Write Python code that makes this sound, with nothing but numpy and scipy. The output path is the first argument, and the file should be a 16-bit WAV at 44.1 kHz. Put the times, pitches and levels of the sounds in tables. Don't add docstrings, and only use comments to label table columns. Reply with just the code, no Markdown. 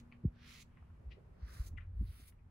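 import sys
import numpy as np
from scipy import signal
from scipy.fft import rfft, irfft
from scipy.io import wavfile
from scipy.ndimage import uniform_filter1d

SR = 44100
rng = np.random.default_rng(int(sys.argv[2]) if len(sys.argv) > 2 else 0)


def transcribe(signal):
    frames = np.atleast_2d(signal).T
    limited = np.clip(frames, -1, 1)
    pcm = np.round(limited * 32767).astype(np.int16)
    wavfile.write(sys.argv[1], SR, pcm)


N = 110250
TIME = np.arange(N) / SR
EVENT_TIME = np.arange(-4096, 8192) / SR


def amp(db):
    return 10 ** (np.asarray(db) / 20)


def unit(x):
    return x / np.sqrt(np.mean(x ** 2))


def envelope(rows):
    return amp(np.interp(TIME, *np.array(rows).T))


def over_hz(rows, size):
    hz, value = np.array(rows).T
    return np.interp(np.log(np.fft.rfftfreq(size, 1 / SR) + 1), np.log(hz), value)


def band(x, lo_hz, hi_hz, order=4):
    hz = np.fft.rfftfreq(x.shape[-1], 1 / SR) + 1
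    detuning = (hz ** 2 - lo_hz * hi_hz) / (hz * (hi_hz - lo_hz))
    return unit(irfft(rfft(x) / np.sqrt(1 + (detuning ** 2) ** order), x.shape[-1]))


def pan(db):
    return amp(np.array([[db], [-db]]) / 2)


def pair(three, correlation):
    shared = np.clip(correlation, 0, 1)
    return np.sqrt(shared) * three[0] + np.sqrt(1 - shared) * three[1:]


def noise(correlation, size):
    return pair(rng.standard_normal((3, size)), correlation)


def burst(t, rise, fall):
    return np.exp(-(np.minimum(t, 0) / rise) ** 2 - np.maximum(t, 0) / fall)


def add(out, x, at):
    first = int(round(at * SR))
    begin, end = max(first, 0), min(first + x.shape[-1], N)
    if end > begin:
        out[..., begin:end] += x[..., begin - first:end - first]


def echo(x, db, decay_s=0.026, size=8192):
    t = np.arange(size) / SR
    tail = band(rng.standard_normal((2, size)), 490, 20000, order=2)
    tail *= np.exp(-t / decay_s) * (1 - np.exp(-t / 0.002))
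    tail /= np.sqrt(np.sum(tail ** 2, axis=1, keepdims=True))
    return x + amp(db) * signal.oaconvolve(x, tail, axes=1)[:, :N]


def yard(air_db=-61, hum_hz=238):
    # frequency in Hz, relative spectral density in dB.
    air_spectrum = [(20, -10.5), (45, -1.5), (70, -1), (130, -3.5), (200, -11.5), (320, -21.5),
                    (550, -27.5), (1100, -26.5), (2400, -37), (3500, -46), (7000, -53), (11000, -53),
                    (15000, -62.5)]
    # frequency in Hz, correlation of the channels from 0 to 1.
    air_correlation = [(100, 1), (260, 0.66), (550, .3), (1500, 0), (5000, 0)]
    # time in seconds, gain of the air in dB.
    air_swell = [(0, 2.5), (.25, -0.5), (.85, 0.5), (1.3, 0.5), (1.7, 0), (2.0, -4), (2.5, -3)]
    # time in seconds, level in dB.
    rustle_levels = [(0, -77.5), (.5, -78.5), (.92, -89.5), (1.0, -71.5), (1.2, -72.5), (1.4, -72),
                     (1.58, -72), (1.8, -77), (2.2, -84.5), (2.5, -89)]
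    hum_levels = [(0, -62.5), (.3, -66), (.6, -70.5), (.9, -75), (1.2, -88)]
    white = pair(rfft(rng.standard_normal((3, N))), over_hz(air_correlation, N))
    air = unit(irfft(white * amp(over_hz(air_spectrum, N)), N))
    rustle = envelope(rustle_levels) * band(noise(0.075, N), 305, 577, order=2)
    waver = band(rng.standard_normal(N), 1.8, 4.9, order=2)
    cycles = np.cumsum(hum_hz * (1 + .005 * waver)) / SR
    hum = envelope(hum_levels) * np.sqrt(2) * np.sin(2 * np.pi * cycles)
    return amp(air_db) * envelope(air_swell) * air + rustle + hum


def handling(glide_s=0.013):
    # time in seconds, level in dB.
    rumble_levels = [(0, -75.5), (1.0, -69.5), (1.5, -58.5), (1.66, -48), (1.77, -44.5), (1.845, -53),
                     (1.89, -51), (1.96, -44), (2.05, -39.5), (2.15, -55.5), (2.5, -63.5)]
    # time in seconds, centre frequency in Hz, level in dB, rise and fall in seconds,
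    # downward glide in octaves on each side of the centre.
    bumps = [(0.2412, 125, -34, 0.0017, 0.005, 0.19), (0.2496, 336, -36.5, 0.0028, 0.0064, 0.32),
             (0.2576, 137.3, -21.5, 0.0054, 0.011, 1.4), (.283, 68, -34.5, .006, .005, 0.),
             (0.832, 70.3, -50, 0.012, .02, 0.14), (0.9053, 82.3, -45.5, 0.0065, 0.023, 0.),
             (1.079, 62, -38.5, 0.025, 0.024, 0.19), (1.4365, 64.7, -34.5, 0.0096, 0.015, 0.31),
             (1.611, 57, -29, 0.011, 0.0088, 0.53), (1.765, 77.7, -41, 0.076, 0.033, 0.),
             (1.889, 84.5, -42, 0.025, 0.022, 0.15), (2.009, 57.5, -26.5, 0.024, 0.028, 0.095),
             (2.011, 200.5, -38.5, 0.0028, 0.0085, 0.), (2.027, 228, -42.5, 0.0024, 0.0054, 0.28),
             (2.0992, 74.5, -39.5, 0.014, 0.0087, 0.)]
    out = envelope(rumble_levels) * band(noise(0.99, N), 36.3, 92.7, order=3)
    for at, hz, db, rise, fall, glide in bumps:
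        cycles = np.cumsum(hz * 2 ** (-glide * np.tanh(EVENT_TIME / glide_s))) / SR
        cycles -= np.interp(0, EVENT_TIME, cycles)
        swell = uniform_filter1d(burst(EVENT_TIME, rise, fall), size=64)
        add(out, amp(db) * swell * np.sin(2 * np.pi * cycles), at + EVENT_TIME[0])
    return out


def clacks():
    # time in seconds, level in dB, rise and fall in seconds, centre and width in Hz, pan in dB.
    knocks = [(.126, -65.5, 0.0034, 0.017, 2290, 1100, -1.5), (.124, -65.5, 0.0016, 0.0073, 983, 500, 1),
              (0.124, -76.5, 0.0019, .005, 4410, 700, -1), (.2485, -58.5, 0.0037, 0.0017, 430, 222, 6.5),
              (0.282, -59, 0.0065, 0.008, 290, 220, 0), (.772, -63, 0.00076, 0.0037, 1330, 1400, 6),
              (.786, -75, 0.015, 0.013, 1480, 1300, -2), (0.799, -85.5, 0.2, 0.12, 2480, 1070, -0.5),
              (0.826, -67.5, 0.0031, .004, 900, 900, 0), (.903, -67.5, 0.00085, 0.0023, 1090, 700, -2),
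              (1.124, -60.5, 0.013, 0.0068, 2410, 1100, 4.5),
              (1.126, -71.5, 0.017, 0.0081, 4000, 2000, -0.5), (1.174, -64.5, 0.0088, 0.025, 442, 220, -5),
              (1.739, -55.5, 0.0088, .012, 186, 110, -1), (1.777, -59.5, 0.0056, .011, 2410, 900, 6),
              (1.784, -60, .003, 0.008, 1520, 590, 6), (1.782, -87, .008, .008, 6000, 5000, 4),
              (1.81, -66.5, 0.0097, 0.022, 1740, 1390, 2.5), (2.012, -54.5, 0.0063, 0.0095, 251, 200, 4.5),
              (2.076, -77, 0.015, 0.066, 3800, 2000, -2), (2.201, -58, 0.0036, 0.0034, 239, 260, -1),
              (2.324, -70.5, 0.0011, .003, 1820, 1500, 7), (2.393, -79.5, 0.0097, 0.014, 2170, 700, 8.5)]
    out = np.zeros((2, N))
    for at, db, rise, fall, hz, width, pan_db in knocks:
        middle = np.hypot(hz, width / 2)
        white = noise(np.interp(hz, [350, 900], [.97, .7]), len(EVENT_TIME))
        body = band(white, middle - width / 2, middle + width / 2, order=3)
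        add(out, amp(db) * pan(pan_db) * burst(EVENT_TIME, rise, fall) * body, at + EVENT_TIME[0])
    return echo(out, db=-6.5)


def clicks():
    # time in seconds, frequency in Hz, level in dB, rise and fall in seconds, pan in dB.
    impacts = [(.1177, 2390, -58.5, 0.00044, .001, 5), (.1246, 2370, -48, 0.00066, 0.00057, 3.5),
               (1.483, 1630, -52.5, 0.00022, 0.0011, -5), (1.7757, 2280, -54, 0.00058, .0012, 8),
               (1.779, 2150, -50.5, 0.0007, 0.00094, 14), (1.7852, 1970, -48.5, 0.0029, 0.0023, 12)]
    out = np.zeros((2, N))
    for at, hz, db, rise, fall, pan_db in impacts:
        ring = burst(EVENT_TIME, rise, fall) * np.sin(2 * np.pi * hz * EVENT_TIME)
        add(out, amp(db) * pan(pan_db) * ring, at + EVENT_TIME[0])
    return echo(out, db=-13.5)


def ticks(correlation, lag_share, size, per_second=12000, spread_db=3.5):
    # frequency in Hz, gain of the brush in dB.
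    bristle_colour = [(900, -0.5), (1350, 4), (1700, 0), (2300, 1), (3200, -1.5), (4400, 2), (5400, -0.5),
                      (6600, 0), (7800, -0.5), (8700, -1), (9500, -0.5), (10300, 4.5), (12000, 1),
                      (15000, 1)]
    # frequency in Hz, phase of the left port relative to the right in radians.
    port_phase = [(2000, 0), (2400, -0.9), (3300, -3.5), (4400, -6.5), (5400, -10.5), (6300, -12),
                  (7600, -15.5), (8600, -18.5), (10400, -17.5), (12700, -21), (15500, -24)]
    hit = rng.random((3, size)) < per_second / SR
    strength = rng.choice([-1, 1], (3, size)) * amp(spread_db * rng.standard_normal((3, size)))
    left, right = rfft(pair(hit * strength, correlation)) * amp(over_hz(bristle_colour, size))
    left *= np.exp(1j * lag_share * over_hz(port_phase, size))
    return irfft(np.array([left, right]), size)


def hair_zip(speed, slow_hz=1485, fast_hz=2135, width_hz=450, touch_db=-11):
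    cycles = np.cumsum(slow_hz + (fast_hz - slow_hz) * speed) / SR
    flutter = band(noise(0.52, len(speed)), 10, width_hz / 2, order=2)
    onset = amp(touch_db * (1 - speed) ** 2) * np.minimum(speed * 10, 1)
    return np.sqrt(2) * np.sin(2 * np.pi * cycles) * flutter * onset


def brush(entry_db=-23, zip_db=-8.5, judder_db=0.87, flick_s=0.011, release_s=.006, size=20480):
    # start, full speed and lift-off in seconds, levels of rub, scrape, rasp, swish and hiss
    # in dB, flick gain in dB, pan in dB, factor on the hiss's entry speed, share of port lag below swish.
    strokes = [(-.3, -.12, 0.00092, -83, -65, -72, -75.5, -75.5, -1.5, -4, 1, 0.71),
               (.32, 0.524, 0.6263, -69.5, -63, -69, -71, -70.5, -5.5, -10.5, 1, 0.062),
               (1.33, 1.549, 1.685, -66, -73.5, -71.5, -75.5, -67.5, 1, -6, 1.12, 0.91),
               (1.892, 2.2, 2.297, -76.5, -74.5, -77.5, -88.5, -68.5, 4, -3, 0.46, 0.89)]
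    # low and high edge in Hz, entry speed as a share of
    # full speed, easing in dB, weight of the flick, correlation of the channels, share of the pan.
    bristle_bands = [(1024, 2030, 0.05, -14.5, 0.088, 0.38, -.2), (1970, 3820, 0.14, -4.5, 0.53, .45, .3),
                     (3730, 6000, 0.2, -3, 0.49, 0.76, 0.9), (5880, 7870, 0.55, -1.5, 2.95, 0.45, 0.31),
                     (8460, 20800, 0.45, -2, 1.22, 1, 0.)]
    # time in seconds, level in dB, rise and fall time in seconds.
    snags = [(1.545, -66, 0.0097), (2.21, -70, 0.013), (0.43, -81.5, .003)]
    out = np.zeros((2, N))
    for start, full, lift, *levels, flick_db, pan_db, hiss_delay, lag_share in strokes:
        t = start + np.arange(size) / SR
        judder = amp(judder_db * band(rng.standard_normal(size), 2.7, 78, order=2))
        speed = np.clip((t - start) / (full - start), 0, 1)
        easing = np.clip((t - full) / (lift - full), 0, 1) ** 2
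        release = np.exp(-np.maximum(t - lift, 0) / release_s)
        flick = amp(flick_db) * burst(t - lift + flick_s, flick_s, flick_s)
        scrape_db = levels[1]
        add(out, amp(scrape_db + zip_db) * hair_zip(speed) * release, start)
        for db, delay, row in zip(levels, (1, 1, 1, 1, hiss_delay), bristle_bands):
            lo_hz, hi_hz, entry_speed, ease_db, flick_weight, correlation, pan_share = row
            shortfall = (1 - speed) / (1 - min(entry_speed * delay, .9))
            contact = amp(entry_db * shortfall ** 2 + ease_db * easing) * release
            shower = band(ticks(correlation, lag_share if lo_hz < 5000 else 1, size), lo_hz, hi_hz)
            gain = amp(db) * judder * (contact + flick_weight * flick)
            add(out, shower * gain * pan(pan_db * pan_share), start)
    for at, db, length in snags:
        shower = band(ticks(correlation=1, lag_share=1, size=len(EVENT_TIME)), 2500, 9400)
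        add(out, amp(db) * burst(EVENT_TIME, length, length) * shower, at + EVENT_TIME[0])
    return echo(out, db=-15.5)


def scene():
    return brush() + clacks() + clicks() + handling() + yard()


def record(dry):
    cutoff_hz = 15700
    return signal.sosfilt(signal.ellip(10, .2, 70, cutoff_hz, fs=SR, output="sos"), dry)


dry = scene()
out = record(dry)
transcribe(out)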